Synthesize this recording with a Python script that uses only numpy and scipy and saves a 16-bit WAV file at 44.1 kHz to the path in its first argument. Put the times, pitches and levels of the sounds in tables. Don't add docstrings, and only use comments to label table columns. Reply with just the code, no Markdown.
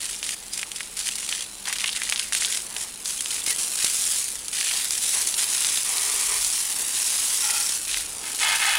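import sys
import numpy as np
from scipy import signal
from scipy.io import wavfile
from scipy.ndimage import uniform_filter1d

SR = 44100
rng = np.random.default_rng(int(sys.argv[2]) if len(sys.argv) > 2 else 0)


def bounce(signal):
    frames = np.transpose(np.atleast_2d(signal))
    limited = np.clip(frames, -1, 1)
    pcm = np.round(limited * 32767).astype(np.int16)
    wavfile.write(sys.argv[1], SR, pcm)


N = 387198
TIME = np.arange(N) / SR


def amp(db):
    return 10 ** (np.asarray(db) / 20)


def evened(x):
    return x / np.sqrt(np.mean(x ** 2) + 1e-20)


def steadied(x, size=2200):
    power = abs(uniform_filter1d(uniform_filter1d(x ** 2, size), size))
    return x / np.sqrt(power + 1e-4 * np.mean(x ** 2))


def curve(rows, column=1):
    rows = np.asarray(rows)
    return np.interp(TIME, rows[:, 0], rows[:, column])


def add(mix, s, sound):
    part = mix[max(round(s * SR), 0):][:len(sound)]
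    part += sound[:len(part)]


def colour(x, points, size=4096):
    hz, db = np.transpose(points)
    bins_hz = abs(np.fft.fftfreq(size, 1 / SR)) + 1
    log_gain = np.log(amp(np.interp(np.log(bins_hz), np.log(hz), db)))
    taps = np.fft.ifft(np.exp(np.conj(signal.hilbert(log_gain)))).real
    return signal.oaconvolve(x, taps[:size // 2])[:N]


def ring(x, modes):
    out = np.zeros(N)
    for hz, width, db in modes:
        r = np.exp(-np.pi * width / SR)
        pole = r * np.exp(2j * np.pi * hz / SR)
        out += amp(db) * signal.lfilter([1 - r], [1, -pole], x).real
    return out


def noise():
    return rng.standard_normal(N)


def signs():
    return rng.choice([-1, 1], N)


def drops(per_s, spread_db):
    size_db = spread_db * np.minimum(rng.exponential(1, N), 3.5)
    return (rng.random(N) < per_s / SR) * amp(size_db)


def linger(x, seconds):
    r = np.exp(-1 / (seconds * SR))
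    return signal.lfilter([1 - r], [1, -r], x)


def wander(seconds):
    return evened(linger(linger(noise(), seconds), seconds))


def swells(rows, steady_db):
    power = amp(steady_db) ** 2
    for s, length, db in rows:
        progress = np.clip((TIME - s) / length, 0, 1)
        power = power + (amp(db) * np.sin(np.pi * progress)) ** 2
    return np.sqrt(power)


def contact(rows, column=2, build_s=0.0049, drain_s=0.029, glancing_db=-2):
    power = np.zeros(N)
    for row in rows:
        start, length = row[:2]
        t = TIME[:round((length + 10 * drain_s) * SR)]
        off_centre = (2 * np.minimum(t / length, 1) - 1) ** 2
        envelope = np.minimum(t / build_s, 1) * np.exp(-np.maximum(t - length, 0) / drain_s)
        add(power, start, (amp(row[column] + glancing_db * off_centre) * envelope) ** 2)
    return np.sqrt(power)


def glance(x, delay_s, strength=0.3, sway_s=0.121):
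    late = TIME - delay_s * np.exp(0.2 * wander(sway_s))
    return (x + strength * np.interp(late, TIME, x)) / np.sqrt(1 + strength ** 2)


# pitch in Hz, level in dB before the fade is added.
HUM = [(42, -68.5), (200, -63)]
# time in seconds, change of level in dB.
HUM_FADE = [(0, 0.5), (2.5, 0.5), (4.5, -5.5), (6, -13)]


def hum():
    drift, tones_sum = wander(0.045), np.zeros(N)
    for hz, db in HUM:
        turns = np.cumsum(hz + 3 * drift) / SR
        tones_sum += amp(db) * evened(np.sin(2 * np.pi * turns))
    return amp(curve(HUM_FADE)) * tones_sum


# frequency in Hz, relative strength in dB per Hz.
STREET = [(60, -11.5), (130, -5.5), (250, -5), (450, -8.5), (800, -12), (2000, -27), (8000, -48)]


def street():
    return amp(-56.5) * evened(colour(noise(), STREET))


# frequency in Hz, relative strength in dB per Hz.
BREEZE = [(15, -14), (28, -2.5), (42, 5), (70, -4.5), (130, -14), (300, -32), (2000, -60)]
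# start in seconds, length in seconds, level at the fullest in dB.
GUSTS = [(3.4, 2.2, -63), (6.1, .55, -52), (7.7, 0.6, -55)]


def breeze():
    return swells(GUSTS, steady_db=-59.5) * evened(colour(noise(), BREEZE, size=16384))


# frequency in Hz, relative strength in dB per Hz.
RUNOFF = [(100, -18), (400, -5), (1000, -5), (2000, 3.5), (4000, 3), (9000, -11.5), (12000, 2),
          (16000, -10)]


def runoff():
    return amp(-47.0) * evened(colour(drops(3000, spread_db=3.5) * signs(), RUNOFF))


# start in seconds, length in seconds, level at the fullest in dB.
POURS = [(2.5, 0.47, -52.5), (3.2, 0.67, -49), (5.0, 0.85, -51.5), (6.6, 0.44, -49), (7.8, .8, -49)]


def puddles():
    plop = [(100, -14.5), (260, -2), (450, -0.5), (620, -6), (850, 0.0), (2000, -13.5), (8000, -57)]  # Hz, dB
    return swells(POURS, steady_db=-55) * evened(colour(drops(1200, spread_db=4.0) * signs(), plop))


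# time in seconds, peak level in dB.
KNOCKS = [(3.476, -25), (3.844, -19), (5.78, -37)]


def knocks(decay_s=0.00075, size=600):
    u, out = np.arange(size) / SR / decay_s, np.zeros(N)
    for s, db in KNOCKS:
        add(out, s, amp(db) * (1 - u) * np.exp(-u))
    return out


# start in seconds, length in seconds, pitch in Hz,
# level at the fullest in dB.
TONES = [(0.492, 0.087, 4930, -40.5), (1.385, 0.3, 4020, -53), (3.188, .014, 3230, -32),
         (3.414, 0.011, 3500, -32), (3.452, 0.079, 2195, -35), (3.495, 0.058, 1950, -37)]


def tones(waver_hz=45, waver_s=0.001):
    out, waver = np.zeros(N), waver_hz * wander(waver_s)
    for s, length, hz, db in TONES:
        turns = np.cumsum(hz + waver[round(s * SR):][:max(round(length * SR), 8)]) / SR
        swell = signal.windows.hann(len(turns))
        add(out, s, amp(db) * swell * np.sqrt(2) * np.sin(2 * np.pi * turns))
    return out


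def drumming(aim, modes, per_s, spread_db, crack=0.25):
    blows = drops(per_s, spread_db) * signs()
    cracks = colour(blows, [(500, 7), (3000, 6), (9000, -21), (15000, -28)])
    beats = evened(ring(blows, modes)) + crack * evened(cracks)
    low_cut = signal.butter(3, 0.94 * modes[0][0], "high", fs=SR, output="sos")
    beats = signal.sosfilt(low_cut, beats)
    return contact(aim, build_s=0.03, drain_s=0.039) * steadied(beats)


# start in seconds, length in seconds, level at the fullest in dB.
ON_FRAME = [(1.645, 0.057, -36.5), (1.815, 0.046, -38.5), (2.095, 0.055, -43), (2.68, 0.18, -46),
            (4.71, 0.054, -41), (5.125, 0.076, -35.5), (5.37, .41, -44.5), (6.45, 1.29, -45.5)]
# pitch in Hz, width in Hz, relative level in dB.
FRAME = [(830, 150, -1.7), (1020, 270, 0.26), (1640, 240, -1), (1910, 180, -1)]


def frame():
    return drumming(ON_FRAME, FRAME, per_s=400, spread_db=2)


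# start in seconds, length in seconds, level at the fullest in dB.
ON_TYRE = [(5.835, 0.46, -37), (6.275, 0.095, -34)]
# pitch in Hz, width in Hz, relative level in dB.
TYRE = [(425, 32, 2), (810, 100, -17), (984, 95, -0.5), (1150, 150, -0.5), (1900, 300, -0.5),
        (2190, 200, -2), (3090, 100, -10)]


def tyre():
    return drumming(ON_TYRE, TYRE, per_s=2500, spread_db=1.5)


# start in seconds, length in seconds, level at the fullest in dB.
ON_SPOKES = [(5.05, .2, -38), (6.5, .12, -34), (7.0, 0.08, -31.5), (7.33, .38, -31)]
# pitch in Hz, width in Hz, relative level in dB.
SPOKES = [(5500, 290, 10), (5630, 300, -1), (6250, 240, -22), (7800, 500, 3)]


def spokes():
    return drumming(ON_SPOKES, SPOKES, per_s=1100, spread_db=11)


# start in seconds, length in seconds, level at the fullest in dB.
ON_MUDGUARD = [(7.41, 0.2, -33.5)]
# pitch in Hz, width in Hz, relative level in dB.
MUDGUARD = [(846, 40, -3), (1376, 34, -1), (1920, 50, -7), (2500, 120, -7.5), (3110, 110, -10)]


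def mudguard():
    return drumming(ON_MUDGUARD, MUDGUARD, per_s=940, spread_db=4.0)


# start in seconds, length in seconds, level at the fullest in dB.
ON_SADDLE = [(8.21, 0.11, -38.5), (8.395, .16, -22.5), (8.58, 0.23, -22.5)]
# pitch in Hz, width in Hz, relative level in dB.
SADDLE = [(827, 55, 0.5), (910, 125, 3), (1276, 46, 8), (1560, 88, 4), (1740, 150, 8.5), (2110, 91, 10.5),
          (2520, 120, 8.5), (2940, 130, 6.5), (3360, 55, 7.5), (3890, 97, -5), (4270, 55, -14)]


def saddle():
    return drumming(ON_SADDLE, SADDLE, per_s=990, spread_db=1.5)


def slap(hz, echo_s, cycles=0.75, echo=0.35, size=700):
    t = np.arange(size) / SR
    pulse = np.exp(-t * hz / cycles) * np.cos(2 * np.pi * hz * t)
    pulse = pulse + echo * np.interp(t - echo_s, t, pulse, left=0)
    return pulse / np.linalg.norm(pulse)


def snaps(per_s=70, size_db=10):
    cracks = signs() * drops(per_s, spread_db=3.5)
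    return amp(size_db) * colour(cracks, [(200, -24), (1000, -15.5), (3000, 1), (10000, -21), (15000, -16)])


# frequency in Hz, relative strength in dB per Hz.
SPLASH = [(100, -58), (400, -19.5), (1000, -15.5), (1700, -15.5), (2500, -8.5), (4000, -6), (6000, -2),
          (8000, 0.36), (10200, 1.5), (13000, -14), (15800, -25.5)]


def splashing(hits, pinch, patchy_db=4):
    edges_hz = [100, 3000, 5500, 8500, 11500, 17000]
    bands = []
    for band in zip(edges_hz, edges_hz[1:]):
        patchy = amp(patchy_db * rng.uniform(-np.sqrt(3), np.sqrt(3), N))
        power = (hits * patchy) ** 2
        burst = linger(power, 0.00098) + 0.43 * linger(power, 0.007)
        band_pass = signal.butter(3, band, "band", fs=SR, output="sos")
        bands.append(signal.sosfilt(band_pass, np.sqrt(burst) * noise()))
    mist = amp(5 * (pinch + 0.5)) * bands[-1]
    ticks = drops(1300, spread_db=5.5) * signs()
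    spray = colour(evened(sum(bands[:-1]) + mist) + 0.64 * evened(ticks), SPLASH)
    return steadied(glance(glance(spray, delay_s=0.000702), delay_s=0.003))


# time in seconds, slap in dB, pitch of the slap in Hz,
# splash in dB; both levels are taken over one millisecond, before the lift and colouring below.
BLOBS = [(0.2292, -22, 2840, -19), (0.2918, -23, 2660, -16), (0.5763, -36, 3560, -15),
         (0.5944, -24.5, 2970, -26), (0.6306, -19, 2260, -36), (0.7172, -26.5, 3110, -19),
         (0.8068, -21.5, 2080, -25), (1.089, -20, 3080, -17), (1.2905, -25, 3340, -15),
         (1.3264, -17, 2820, -32), (1.68, -23.5, 1800, -24), (1.785, -24, 4270, -18),
         (1.807, -23, 2740, -18), (1.843, -13, 2570, -24), (1.8775, -21, 3730, -25),
         (1.8922, -19.5, 3090, -33), (1.9635, -25, 3130, -17), (2.0185, -18, 2060, -30),
         (2.0344, -38, 3420, -15.5), (2.067, -30, 3890, -23), (2.0978, -30, 2940, -10.5),
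         (2.124, -13, 2380, -22), (2.1601, -18, 3530, -29), (2.1956, -20, 3010, -14),
         (2.324, -21.5, 1770, -17), (2.3326, -22, 3390, -13), (2.3501, -17.5, 2700, -10.5),
         (2.4226, -19.5, 2030, -30), (2.4482, -14.5, 3500, -25), (2.5726, -30, 3310, -11.5),
         (2.7653, -20, 3060, -18), (3.0577, -23, 4000, -21), (3.207, -27, 3670, -11.5),
         (3.2592, -22, 3000, -22), (3.464, -32, 2290, -17), (3.7565, -38, 3840, -12),
         (3.846, -17, 3970, -8), (4.355, -46, 4050, -18), (4.4824, -34, 3960, -15), (4.611, -19, 2440, -19),
         (4.7121, -20, 2540, -21), (4.9072, -39, 3360, -9.5), (5.272, -37, 3820, -10.5),
         (5.3416, -20, 3830, -19), (5.6472, -17.5, 3690, -21), (5.6887, -20, 3440, -26),
         (5.774, -18.5, 3530, -22), (5.9825, -19, 4200, -25), (6.447, -23, 4090, -12),
         (7.944, -19, 2710, -17)]


def blobs(splash_s=0.0022, scatter_s=0.0044, scatter=0.13, size=700):
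    t, slaps, splashes = np.arange(size) / SR, np.zeros(N), np.zeros(N)
    for s, slap_db, hz, splash_db in BLOBS:
        add(slaps, s, amp(slap_db) * slap(hz, rng.uniform(0.003, 0.0038), cycles=0.96, echo=0.42))
        decay = np.exp(-t / splash_s) + scatter * np.exp(-t / scatter_s)
        spray = rng.standard_normal(size) * decay
        add(splashes, s, amp(splash_db) * spray / np.linalg.norm(spray))
    body = [(200, -22), (700, -1.5), (1500, 2.0), (4000, 2.5), (7000, 5.5), (15000, -21)]  # Hz, dB
    samples_per_ms = SR / 1000
    return np.sqrt(samples_per_ms) * (colour(slaps, body) + amp(3) * colour(splashes, SPLASH))


# time in seconds, level in dB before the tilt below.
ON_ASPHALT = [(0, -39), (1.55, -38.5), (2.65, -34), (3.0, -37.5), (3.15, -30), (3.43, -30.5), (3.7, -27),
              (4.26, -27), (4.42, -35), (4.9, -30), (5.4, -26.5), (6.65, -25.5), (6.8, -25), (7.72, -29.5),
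              (7.81, -29), (8.18, -33), (8.78, -28.5)]
# frequency in Hz, change in dB.
ASPHALT_TILT = [(500, -8), (1500, 1.5), (3000, 0), (6000, -2), (10000, .5), (14000, 2)]


def jet_on_asphalt(pinch):
    misses = drops(500 * 4 ** pinch, spread_db=4.5)
    return amp(curve(ON_ASPHALT)) * colour(splashing(misses, pinch) + snaps(), ASPHALT_TILT)


def surging(pinch, loose_db=4.5, pinched_db=0.65, surge_s=0.0057):
    depth_db = loose_db + (pinched_db - loose_db) * pinch
    return steadied(amp(depth_db * np.tanh(2 * wander(surge_s))))


# frequency in Hz, relative strength in dB per Hz.
SLAP = [(100, -38), (400, -16), (700, -12), (1200, -7), (2000, -3), (3200, 1), (5000, 2), (8000, -6),
        (15000, -25)]


def slapping(hits, count=24):
    trapped_air = drops(170, spread_db=6.5)
    kind, slaps, plips = rng.integers(0, count, N), np.zeros(N), np.zeros(N)
    for k, hz in enumerate(np.geomspace(1600, 5000, count)):
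        echo_s = rng.uniform(0.0019, 0.004)
        chosen = kind == k
        slaps += signal.oaconvolve(hits * chosen, slap(hz, echo_s, cycles=1.2, echo=0.58))[:N]
        plips += signal.oaconvolve(trapped_air * chosen, slap(hz, echo_s, cycles=5.5, echo=0.21))[:N]
    wet = colour(evened(slaps) + 0.38 * evened(plips), SLAP)
    return steadied(glance(wet, delay_s=0.001606))


# start in seconds, length in seconds,
# fine spray at the fullest in dB, slapping water at the fullest in dB.
SWEEPS = [(0.0, .17, -30, -39), (0.225, 0.11, -29, -37.5), (0.525, .09, -31, -41),
          (0.745, 0.09, -35.5, -41.5), (0.965, .15, -27.5, -35), (1.13, 0.14, -31, -40),
          (1.275, 0.15, -29.5, -34.5), (1.65, 0.11, -29.5, -32), (1.785, .19, -30.5, -32),
          (1.99, .27, -31, -34.5), (2.32, .26, -25.5, -33), (2.76, 0.08, -30.5, -43),
          (3.045, 0.069, -26.5, -46), (3.17, 0.049, -39, -46), (3.3, .07, -27.5, -33),
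          (3.46, 0.05, -21.5, -33.5), (3.58, 0.064, -25.5, -52), (3.77, 0.13, -25.5, -33),
          (3.895, 0.32, -25, -55), (4.525, 0.33, -25.5, -32), (4.91, 0.071, -25.5, -39.5),
          (5.01, 0.22, -23.5, -39.5), (5.268, 0.015, -22, -45), (5.372, 0.061, -22, -31),
          (5.49, 0.31, -24.5, -35.5), (5.845, 0.77, -26, -50), (6.94, 0.82, -24.5, -42),
          (7.87, 0.14, -28.5, -33), (8.25, 0.19, -32, -46), (8.385, 0.054, -24, -31),
          (8.46, 0.28, -27, -32.5)]


def jet_on_bicycle(pinch, loose_snap_db=5, bunching_db=2.0):
    bunching = amp(bunching_db * wander(0.0019))
    hits = bunching * drops(400 * 5 ** pinch, spread_db=4.0)
    spray = splashing(hits, pinch) + amp(loose_snap_db * (1 - pinch)) * snaps()
    water = contact(SWEEPS, column=2) * spray + contact(SWEEPS, column=3) * slapping(hits)
    return surging(pinch) * water


# time in seconds, pinch from 0 (loose blobs) to 1 (fine spray).
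PINCH = [(0, 0.18), (2.2, 0.066), (2.5, 0.42), (3.2, 0.22), (4.1, 0.82), (4.45, 0.088), (4.8, 0.97),
         (5.6, .58), (7.6, 0.93), (7.9, 0.5), (8.78, 0.53)]


def jet():
    pinch = np.clip(curve(PINCH), 0, 1)
    return jet_on_asphalt(pinch) + jet_on_bicycle(pinch)


def scene():
    background = hum() + street() + breeze() + runoff() + puddles()
    bicycle = frame() + tyre() + spokes() + mudguard() + saddle()
    return (background + knocks() + tones() + bicycle + blobs() + jet())[None]


def record(dry, notch_hz=11830, notch_width_hz=1900, ceiling=0.66, edge_hz=15900):
    rounded = dry / np.sqrt(np.sqrt(1 + np.square(np.square(dry / ceiling))))
    heard = signal.lfilter(*signal.iirnotch(notch_hz, notch_hz / notch_width_hz, SR), rounded)
    band_limit = signal.firwin(511, edge_hz, window=("kaiser", 9), fs=SR)
    return signal.oaconvolve(heard, band_limit[None], "same")


dry = scene()
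out = record(dry)
bounce(out)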